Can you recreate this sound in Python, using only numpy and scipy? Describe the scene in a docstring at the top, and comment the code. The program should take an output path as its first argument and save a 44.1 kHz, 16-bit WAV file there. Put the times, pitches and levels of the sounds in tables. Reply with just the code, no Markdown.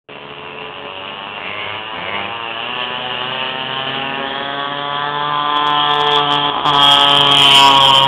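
"""A street of houses: a two-stroke pocket bike comes up it, gathers speed, misfires briefly and passes close by.
Each firing of the bike is a blow from its exhaust that sets the thin pipe rasping, over a low hum.
A second small engine near at hand is blipped twice and then runs down, with a booming silencer box.
Scattered echoes and a low wash of air and tyres surround them.
The narrow-band microphone flattens the loudest peaks."""
import sys
import numpy as np
from scipy import signal
from scipy.io import wavfile

SR = 44100
rng = np.random.default_rng(int(sys.argv[2]) if len(sys.argv) > 2 else 0)


def generate_wav(signal):
    """Clip the signal to [-1, 1] and save it as 16-bit WAV at the path in sys.argv[1]."""
    frames = np.transpose(np.atleast_2d(signal))
    scaled = np.clip(frames, -1, 1) * 32767
    pcm = np.round(scaled).astype(np.int16)
    wavfile.write(sys.argv[1], SR, pcm)


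N = 355887
T = np.arange(N) / SR  # time of every sample, s


def gain_of(db):
    """Turns decibels into an amplitude factor."""
    return np.exp(np.asarray(db) * (np.log(10) / 20))


def evened(x):
    """Scales a sound to an average strength (rms) of 1."""
    return x / np.sqrt(np.mean(x ** 2) + 1e-20)


def read(points, hz):
    """Reads a spectrum table at any frequency, in straight lines on a log-frequency axis."""
    table_hz, value = np.transpose(points)
    return np.interp(np.log(hz + 1), np.log(table_hz + 1), value)


def curves(rows):
    """Draws each column of a time table as a line through every sample."""
    time_s, *columns = np.transpose(rows)
    return [np.interp(T, time_s, column) for column in columns]


def swings(rows):
    """Adds up a bell-shaped change in dB for each row (middle [s], length [s], change [dB])."""
    return sum(db * np.exp(-(2 * (T - s) / length) ** 2) for s, length, db in rows)


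def ramp(start_s, length_s):
    """Rises from 0 to 1 in a straight line."""
    return np.clip((T - start_s) / length_s, 0, 1)


def waver(per_s, size=512):
    """Wanders at random with rms 1, heading for a new value so many times a second."""
    return evened(np.interp(T * per_s, np.arange(size), rng.standard_normal(size)))


def colour(x, points, smear=1, size=4096):
    """Filters to a spectrum: at smear 1 resonances ring on afterwards, at 0 the pulse is symmetric."""
    hz = abs(np.fft.fftfreq(size, 1 / SR))
    log_gain = np.log(gain_of(read(points, hz)))
    # the Hilbert transform gives the phase of a filter that only rings afterwards
    phase = smear * signal.hilbert(log_gain).imag
    taps = np.fft.ifft(np.exp(log_gain - 1j * phase)).real
    return signal.oaconvolve(x, np.fft.fftshift(taps))[size // 2:][:N]


def resonate(x, hz, widths_hz):
    """Rings at a moving pitch, once for each width; every result has rms 1."""
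    turn = np.exp(2j * np.pi * np.cumsum(hz) / SR)
    still = x * turn.conj()  # shifts the moving pitch down to 0 Hz
    poles = np.exp(-np.pi * np.asarray(widths_hz) / SR)
    # the doubled pole makes the sides of the resonance steep
    return [evened((turn * signal.lfilter([1], np.poly([r, r]), still)).real) for r in poles]


def firings(hz):
    """Finds the moment of each turn of the crank: a two-stroke can fire once per turn."""
    turns = np.cumsum(hz) / SR
    return np.interp(np.arange(1, turns[-1]), turns, T)


def clicks(times, sizes, order=8):
    """Places a short click at each exact time, even between samples."""
    at = np.round(times * SR).astype(int)[:, None] + np.arange(-order, order + 1)
    off = at - times[:, None] * SR
    shape = np.sinc(off) * np.cos(np.pi * off / (2 * order + 1)) ** 2
    return np.bincount(np.clip(at, 0, N - 1).ravel(), (sizes[:, None] * shape).ravel(), N)


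def puffs(train, decay_s):
    """Makes gas noise that flares at each click and dies away."""
    flare = signal.lfilter([1], [1, -np.exp(-1 / (decay_s * SR))], train)
    return evened(flare * rng.standard_normal(N))


# the bike's straight path past the microphone
PASS_S, CLOSEST_M, ROAD_M_PER_S = 7.58, 5.3, 9.6


def nearness():
    """Sound weakens as distance grows: closest distance over present distance, 1 at the closest."""
    return CLOSEST_M / np.hypot(CLOSEST_M, ROAD_M_PER_S * (T - PASS_S))


# when the bike's mixture fails to light: (start [s], end [s])
MISFIRE_TIMES = (6.502, 6.65)


def misfiring(edge_s=.01):
    """Is 1 while the mixture fails to light, else 0, with short slopes between."""
    start_s, end_s = MISFIRE_TIMES
    return ramp(start_s, edge_s) - ramp(end_s - edge_s, edge_s)


# charges that still catch around the misfire: (time [s], level against an ordinary firing [dB])
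CAUGHT_CHARGES = [(6.545, -2.5), (6.565, -3), (6.5806, -2), (6.596, -2), (6.6111, -7), (6.653, -1.5)]


def combustion(hz, spread_db=1.0, jitter_s=.000024, dud_db=-12):
    """Burns each charge a little differently; in the misfire most are weak duds and a few still catch."""
    times = firings(hz)
    strength, late = rng.standard_normal((len(times), 2)).T
    start_s, end_s = MISFIRE_TIMES
    db = spread_db * strength + dud_db * ((times > start_s) & (times < end_s))
    times = times + jitter_s * late
    for caught_s, caught_db in CAUGHT_CHARGES:
        nearest = np.argmin(abs(times - caught_s))
        times[nearest], db[nearest] = caught_s, caught_db
    # the more firings a second, the smaller each one, for an even overall power
    return times, gain_of(db) / np.sqrt(np.interp(times, T, hz))


# tone of the exhaust blow from each side, far to behind: (frequency [Hz], relative level [dB])
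FAR_TONE = [(100, -35.5), (250, -5), (450, -9.5), (650, -13), (800, -2.5), (1080, -2), (1300, -3.5),
            (1570, -11), (1800, 2), (2000, -9), (2500, -14), (4000, -44.5)]
HEAD_ON_TONE = [(100, -32.5), (280, -3), (430, -9.5), (570, -4), (710, 0.5), (1150, 1), (1400, -6.5),
                (1600, -3.5), (1760, 0.5), (2000, -10), (2600, -21), (4000, -43)]
CLOSE_TONE = [(100, -25), (290, -16), (430, -7.5), (580, -12), (730, -5.5), (1030, 1.5), (1280, -6.5),
              (1480, -13), (1620, -11), (1750, -7.5), (1950, -22), (2600, -22), (4000, -24)]
BESIDE_TONE = [(100, -36), (280, -1.5), (420, -5.5), (560, -11.5), (700, 1.5), (980, 3), (1130, 2.5),
               (1270, -1), (1420, -18), (2000, -18), (2600, -16), (4000, -21)]
BEHIND_TONE = [(100, -39), (280, -13.5), (420, -13.5), (550, -9.5), (690, -12.5), (830, -6.5), (970, 3),
               (1100, 0), (1250, -12), (1400, -18), (2100, -20), (4000, -34)]
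BLOW_SMEAR = 0.48  # 0: all frequencies arrive together, 1: resonances ring on afterwards


def exhaust(train, view, gas_db=-12):
    """Blows sharply from the pipe at each firing, coloured by the side from which the bike is heard."""
    drive = evened(train) + gain_of(gas_db) * puffs(train, decay_s=0.0039)
    blows = np.zeros(N)
    for number, tone in enumerate([FAR_TONE, HEAD_ON_TONE, CLOSE_TONE, BESIDE_TONE, BEHIND_TONE]):
        share = np.maximum(1 - abs(view - number), 0)  # blends neighbouring views
        blows += share * evened(colour(drive, tone, BLOW_SMEAR))
    return blows


def rasp(times, sizes, ring_hz, width_hz, rough, lag_s=0.0005, spread_db=1.0, skirt_db=-15,
         narrow_hz=330, wide_hz=1100, follow=0.59):
    """Sets the thin pipe ringing, narrowly or broadly, with the jet of gas just after each blow."""
    # even a dud pushes gas out, so the rasp varies less than the blow
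    jets = sizes ** follow * gain_of(spread_db * rng.standard_normal(len(times)))
    train = clicks(times + lag_s, jets)
    rough = np.clip(rough, 0, 1)
    drive = np.sqrt(1 - rough) * evened(train) + np.sqrt(rough) * puffs(train, decay_s=0.0068)
    narrow, wide = resonate(drive, ring_hz, [narrow_hz, wide_hz])
    broad = np.clip((width_hz - narrow_hz) / (wide_hz - narrow_hz), 0, 1)
    # a softer hiss spreads around the ring: (frequency [Hz], relative level [dB])
    skirt_tone = [(1200, -19), (2000, 0.5), (2650, -1.5), (3500, 7.5), (4500, -19.5)]
    skirt = evened(colour(puffs(train, decay_s=0.015), skirt_tone))
    return (1 - broad) * narrow + broad * wide + gain_of(skirt_db) * skirt


# brief swells and fades of the hum: (middle [s], length [s], change [dB])
HUM_CHANGES = [(3.88, 0.46, 5), (4.25, 0.19, -20), (5.28, 0.23, 5), (5.54, 0.21, -22), (7.0, 0.14, -14),
               (7.66, 0.17, -8.5)]
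FULL_HZ, HUM_DB_PER_OCTAVE = 144, 14  # the hum grows with the revs, counted from this firing rate


def hum(hz, level_db=-24, waver_db=2, misfire_db=-20):
    """Sounds a wavering tone at the firing rate that grows with revs and nearness."""
    db = level_db + HUM_DB_PER_OCTAVE * np.log2(hz / FULL_HZ) + swings(HUM_CHANGES)
    db = db + misfire_db * misfiring() + waver_db * waver(per_s=13)
    tone = np.sqrt(2) * np.cos(2 * np.pi * np.cumsum(hz) / SR)
    return gain_of(db) * nearness() * tone


# firing rate as the bike gathers speed, before its waver and sag: (time [s], rate [Hz])
RATE_COMING = [(0.1, 82.7), (0.17, 82.5), (0.31, 84.2), (0.37, 86.9), (2.09, 112.7), (2.36, 116.3),
               (2.55, 112.7), (2.73, 124.7), (2.84, 123.4), (3.05, 126.0), (3.15, 121.7), (3.33, 130.2),
               (3.42, 129.3), (4.2, 137.7), (4.28, 135.7), (4.36, 138.8), (5.25, 146.8), (6.05, 147.0),
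               (6.21, 144.7), (6.48, 144.7)]
# firing rate as heard while it goes by, likewise: (time [s], rate [Hz])
RATE_PASSING = [(6.68, 148.4), (6.73, 141.8), (7.024, 142.6), (7.384, 141.2), (7.446, 139.2),
                (7.724, 137.8), (7.922, 135), (8.07, 136.5)]
# pitch of the pipe's ring, before its waver: (time [s], pitch [Hz])
RING_PITCH = [(0.1, 2745), (0.36, 2860), (0.5, 2730), (1.34, 2847), (3.47, 2890), (3.85, 3074),
              (4.14, 2764), (4.32, 3393), (6.74, 3277), (7.65, 3067), (7.67, 3205), (8.07, 3100)]
# loudness up the street, before the trims: (time [s], blow level [dB], ring level [dB])
LEVELS_COMING = [(0.1, -44, -39), (0.5, -35.5, -34.5), (0.96, -33.5, -34), (1.45, -31.5, -29),
                 (1.95, -29, -30.5), (2.5, -28.5, -29.5), (3.45, -26, -25.5), (3.85, -25, -26),
                 (4.2, -25, -29), (4.6, -24, -28), (5.05, -20, -27.5), (5.5, -17.5, -27), (5.72, -15, -24),
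                 (6.0, -15, -20.5), (6.31, -14.5, -17.5), (6.48, -15, -22.5)]
# loudness going by, before the trims: (time [s], blow level [dB], ring level [dB])
LEVELS_PASSING = [(6.68, -11.5, -19), (6.92, -13.5, -11.5), (7.26, -14, -13), (7.53, -20, -8),
                  (7.644, -12.5, -12.5), (7.968, -15, -12), (8.07, -14, -18.5)]
# the bike stumbles for a few firings: (middle [s], length [s], change [dB])
STUMBLE_DIPS = [(6.25, .07, -4), (6.41, 0.072, -0.5), (6.72, 0.035, -5.5)]
# how the bike is heard: (time [s], view [0 far, 1 head-on, 2 close, 3 beside, 4 behind],
# street echo of the blows [dB], rasp roughness [0-1], nominal width of the ring [Hz])
BIKE_VIEW = [(0.1, 1.85, -8.5, 0.39, 770), (2.3, 1.43, -3.5, .38, 780), (4.1, 0.59, -8, .45, 822),
             (4.7, 1.25, -8, .75, 685), (5.6, 2.34, -7.5, 0.59, 384), (6.55, 2.68, -7.5, .4, 370),
             (6.95, 2.26, -5.5, 0.031, 330), (7.25, 2.5, -9.5, .05, 410), (7.5, 3.1, 1, .14, 920),
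             (7.62, 4, 0.5, .07, 584), (8.07, 3.97, -8, .07, 380)]
MISFIRE_SAG_HZ = 6  # the firing rate drops while it misfires


def bike(blow_db=0.9, ring_db=1.25, rasp_echo_db=3, ring_misfire_db=-5, flutter_db=2.0,
         ring_waver_hz=70, speed_waver_hz=0.2817):
    """Joins blows, rasp and hum of the bike; gives the direct sound and what goes out to the houses."""
    hz = curves(RATE_COMING + RATE_PASSING)[0] - MISFIRE_SAG_HZ * misfiring()
    hz = hz + speed_waver_hz * waver(per_s=14)
    farness = 1 - nearness()  # the ring is steadier when close
    ring_hz = curves(RING_PITCH)[0] + ring_waver_hz * farness * waver(per_s=18)

    blow_level, ring_level = curves(LEVELS_COMING + LEVELS_PASSING)
    stumble = swings(STUMBLE_DIPS)
    blow_level = blow_level + stumble + blow_db
    ring_level = ring_level + stumble + ring_db
    ring_level = ring_level + ring_misfire_db * misfiring() + flutter_db * farness * waver(per_s=25)

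    view, echo_db, rough, width_hz = curves(BIKE_VIEW)
    times, sizes = combustion(hz)
    blows = gain_of(blow_level) * exhaust(clicks(times, sizes), np.clip(view, 0, 4))
    ring = gain_of(ring_level) * rasp(times, sizes, ring_hz, width_hz, rough)

    # the pipe beams its rasp at the houses, so more of that comes back as echo
    wet = gain_of(echo_db)
    ring_wet = wet * gain_of(rasp_echo_db)
    # shares the power between direct sound and echo
    blows = blows / np.sqrt(1 + wet ** 2)
    ring = ring / np.sqrt(1 + ring_wet ** 2)
    return blows + ring + hum(hz), wet * blows + ring_wet * ring


# second engine ticking over, before hunting and trims: (time [s], firing rate [Hz], level [dB])
TICKING_OVER = [(0.1, 71.38, -33), (1.3, 72.07, -34.5), (3.1, 75.7, -31), (4.3, 79.03, -29)]
# blips of its throttle: (starts to open [s], starts to shut [s], throttle [0-1])
THROTTLE_BLIPS = [(1.316, 1.76, 0.91), (1.909, 2.26, 0.94)]
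# the throttle moves in a ramp; the revs lag behind it, up towards BLIP_HZ and down again
THROTTLE_S, REV_UP_S, REV_DOWN_S, BLIP_HZ = 0.097, .23, .24, 101
OPEN_DB, COAST_DB = 7.5, -25  # louder under throttle, quieter while coasting down
# switched off, it spins down and fades
CUT_S, RUN_DOWN_S, FADE_DB_PER_S = 4.38, 1.5, -8.5


def other_controls(hunt_hz=.6):
    """Works out rate, level, throttle and revs of the second engine: idle, two blips and a spin-down."""
    idle_hz, idle_db = curves(TICKING_OVER)
    throttles, rev_rises = [], []
    for opens, shuts, depth in THROTTLE_BLIPS:
        throttles.append(depth * (ramp(opens, THROTTLE_S) - ramp(shuts, THROTTLE_S)))
        rise = np.sin(np.pi / 2 * ramp(opens, REV_UP_S)) ** 2
        rev_rises.append(rise * np.exp(-np.maximum(T - shuts, 0) / REV_DOWN_S))
    throttle, revs = np.max(throttles, axis=0), np.max(rev_rises, axis=0)
    since_cut = np.maximum(T - CUT_S, 0)
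    hz = (idle_hz + (BLIP_HZ - idle_hz) * revs) * np.exp(-since_cut / RUN_DOWN_S)
    hz = hz + hunt_hz * waver(per_s=8)
    coasting = np.maximum(revs - throttle, 0)
    db = idle_db + OPEN_DB * throttle + COAST_DB * coasting + FADE_DB_PER_S * since_cut
    return hz, db, np.clip(throttle, 0, 1), revs


# exhaust tone with the throttle nearly shut: (frequency [Hz], relative level [dB])
SHUT_TONE = [(70, -15.5), (145, -3.5), (210, -3.5), (238, -8), (290, -18.5), (390, -6), (428, 4.5),
             (480, -6.5), (570, 2), (640, -0.5), (800, -7), (1300, -11.5), (2100, -14), (2800, -11),
             (4000, -22)]
# exhaust tone with the throttle wide open: (frequency [Hz], relative level [dB])
OPEN_TONE = [(60, -12), (100, 1), (200, 0), (300, -6.5), (450, 1), (650, 2.5), (900, -5), (1400, -5.5),
             (1950, -1), (2200, 0), (2400, -3.5), (2650, -4), (3200, -7.5), (4000, -15.5)]
# boom of its silencer box: (frequency [Hz], relative level [dB])
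BOX_TONE = [(120, -32), (195, -14.5), (240, -3), (275, -5.5), (330, -23.5), (400, -0.5), (428, 4.5),
            (460, -16), (540, -17.5), (572, -4), (630, -16.5), (720, -41)]
CUT_DB = -7  # extra drop of the pipe once switched off; the box is still pumped
BARK_HZ, BARK_WIDTH_HZ, BARK_DRIFT_HZ = 2220, 330, 90  # resonance of its pipe at high revs


def other_engine(limp=0.05, spread_db=3.0, steadying=0.4, jitter_s=.00004, gas_db=-6,
                 level_db=-2.0, box_db=-4, bark_db=-6):
    """Steadies uneven firings under throttle; the box booms and high revs bring out a hard bark."""
    hz, db, throttle, revs = other_controls()
    times = firings(hz)
    strength, late = rng.standard_normal((len(times), 2)).T
    unevenness_db = spread_db * (1 - steadying * np.interp(times, T, throttle))
    # every second firing is a little weaker
    sizes = gain_of(unevenness_db * strength) * (1 + limp * (-1) ** np.arange(len(times)))
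    train = clicks(times + jitter_s * late, sizes)
    drive = evened(train) + gain_of(gas_db) * puffs(train, decay_s=0.01)

    bark, = resonate(drive, BARK_HZ + BARK_DRIFT_HZ * waver(per_s=8.9), [BARK_WIDTH_HZ])
    shut_pipe = evened(colour(drive, SHUT_TONE))
    open_pipe = evened(colour(drive, OPEN_TONE)) + gain_of(bark_db) * revs * bark
    pipe = (1 - throttle) * shut_pipe + throttle * open_pipe
    pipe_level = gain_of(db + level_db + CUT_DB * ramp(CUT_S, THROTTLE_S))
    boom = gain_of(db + box_db) * (1 - throttle) * evened(colour(train, BOX_TONE))
    return pipe_level * pipe, boom


# tone of air and tyres: (frequency [Hz], relative level [dB])
RUMBLE_TONE = [(15, -9), (40, -5.5), (80, -2), (200, -2), (400, -4.5), (1000, -1.5), (4000, -23)]


def rumble(air_db=-42, tyres_db=-25.5, falloff=1.4):
    """Filters noise into a low wash: steady air, and tyres that swell as the bike arrives."""
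    level = gain_of(air_db) + gain_of(tyres_db) * nearness() ** falloff
    return level * evened(colour(rng.standard_normal(N), RUMBLE_TONE))


# echoes from houses and gardens: (frequency [Hz], time to fade by 60 dB [s])
STREET_FADE = [(100, 0.91), (1000, 0.84), (4000, 0.39)]


def street(x, first_s=0.0028, order=20, count=3, size=16384, turn_s=0.6015):
    """Scatters echoes as from road, walls and gardens; the mix of three echo patterns keeps turning."""
    # one echo of random sign at a random place in each short slot
    taps = np.zeros((count, size))
    at = np.arange(0, size - order, order)
    at = at + rng.integers(0, order, (count, len(at)))
    np.put_along_axis(taps, at, rng.choice([-1., 1.], at.shape), 1)
    # each frequency fades at its own pace
    hz, t, z = signal.stft(taps * (T[:size] > first_s), SR, nperseg=256)
    fade = np.exp(-np.log(1000) * t / read(STREET_FADE, hz)[:, None])
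    tails = signal.istft(z * fade, SR, nperseg=256)[1]
    tails /= np.linalg.norm(tails, axis=1, keepdims=True)
    angle = np.pi * (T / turn_s + np.arange(count)[:, None] / count)
    shares = np.sqrt(2 / count) * np.cos(angle)  # squares sum to 1
    return signal.oaconvolve(x * shares, tails, axes=1)[:, :N].sum(0)


def scene(other_echo_db=-8):
    """Adds both engines and their echoes to the wash of air and tyres."""
    direct, scattered = bike()
    pipe, boom = other_engine()
    echoes = street(scattered + gain_of(other_echo_db) * pipe)
    return (direct + pipe + boom + echoes + rumble())[None]


# what the microphone lets through: (frequency [Hz], level [dB])
MIC_BAND = [(10, -23.5), (40, -8.5), (120, -2), (3300, 0.5), (3650, -4.5), (3950, -10.5), (4380, -16.5),
            (4540, -46.5), (4700, -100.5)]
START_S = .087  # silence before this; the sound then begins with both engines already running
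EDGE_HZ = 16000  # top edge of the final treble cut


def record(dry, knee=0.6, headroom=0.15):
    """Narrows the band, then overloads: only flattened peaks make any high treble."""
    x = colour(dry[0] * (T > START_S), MIC_BAND)
    # straight up to the knee, then bending over softly into the headroom
    excess = np.maximum(abs(x) - knee, 0)
    x = np.clip(x, -knee, knee) + np.sign(x) * headroom * np.tanh(excess / headroom)
    treble_cut = signal.firwin(511, EDGE_HZ, window=("kaiser", 9), fs=SR)
    return signal.oaconvolve(x, treble_cut, "same")[None]


dry = scene()
out = record(dry)
generate_wav(out)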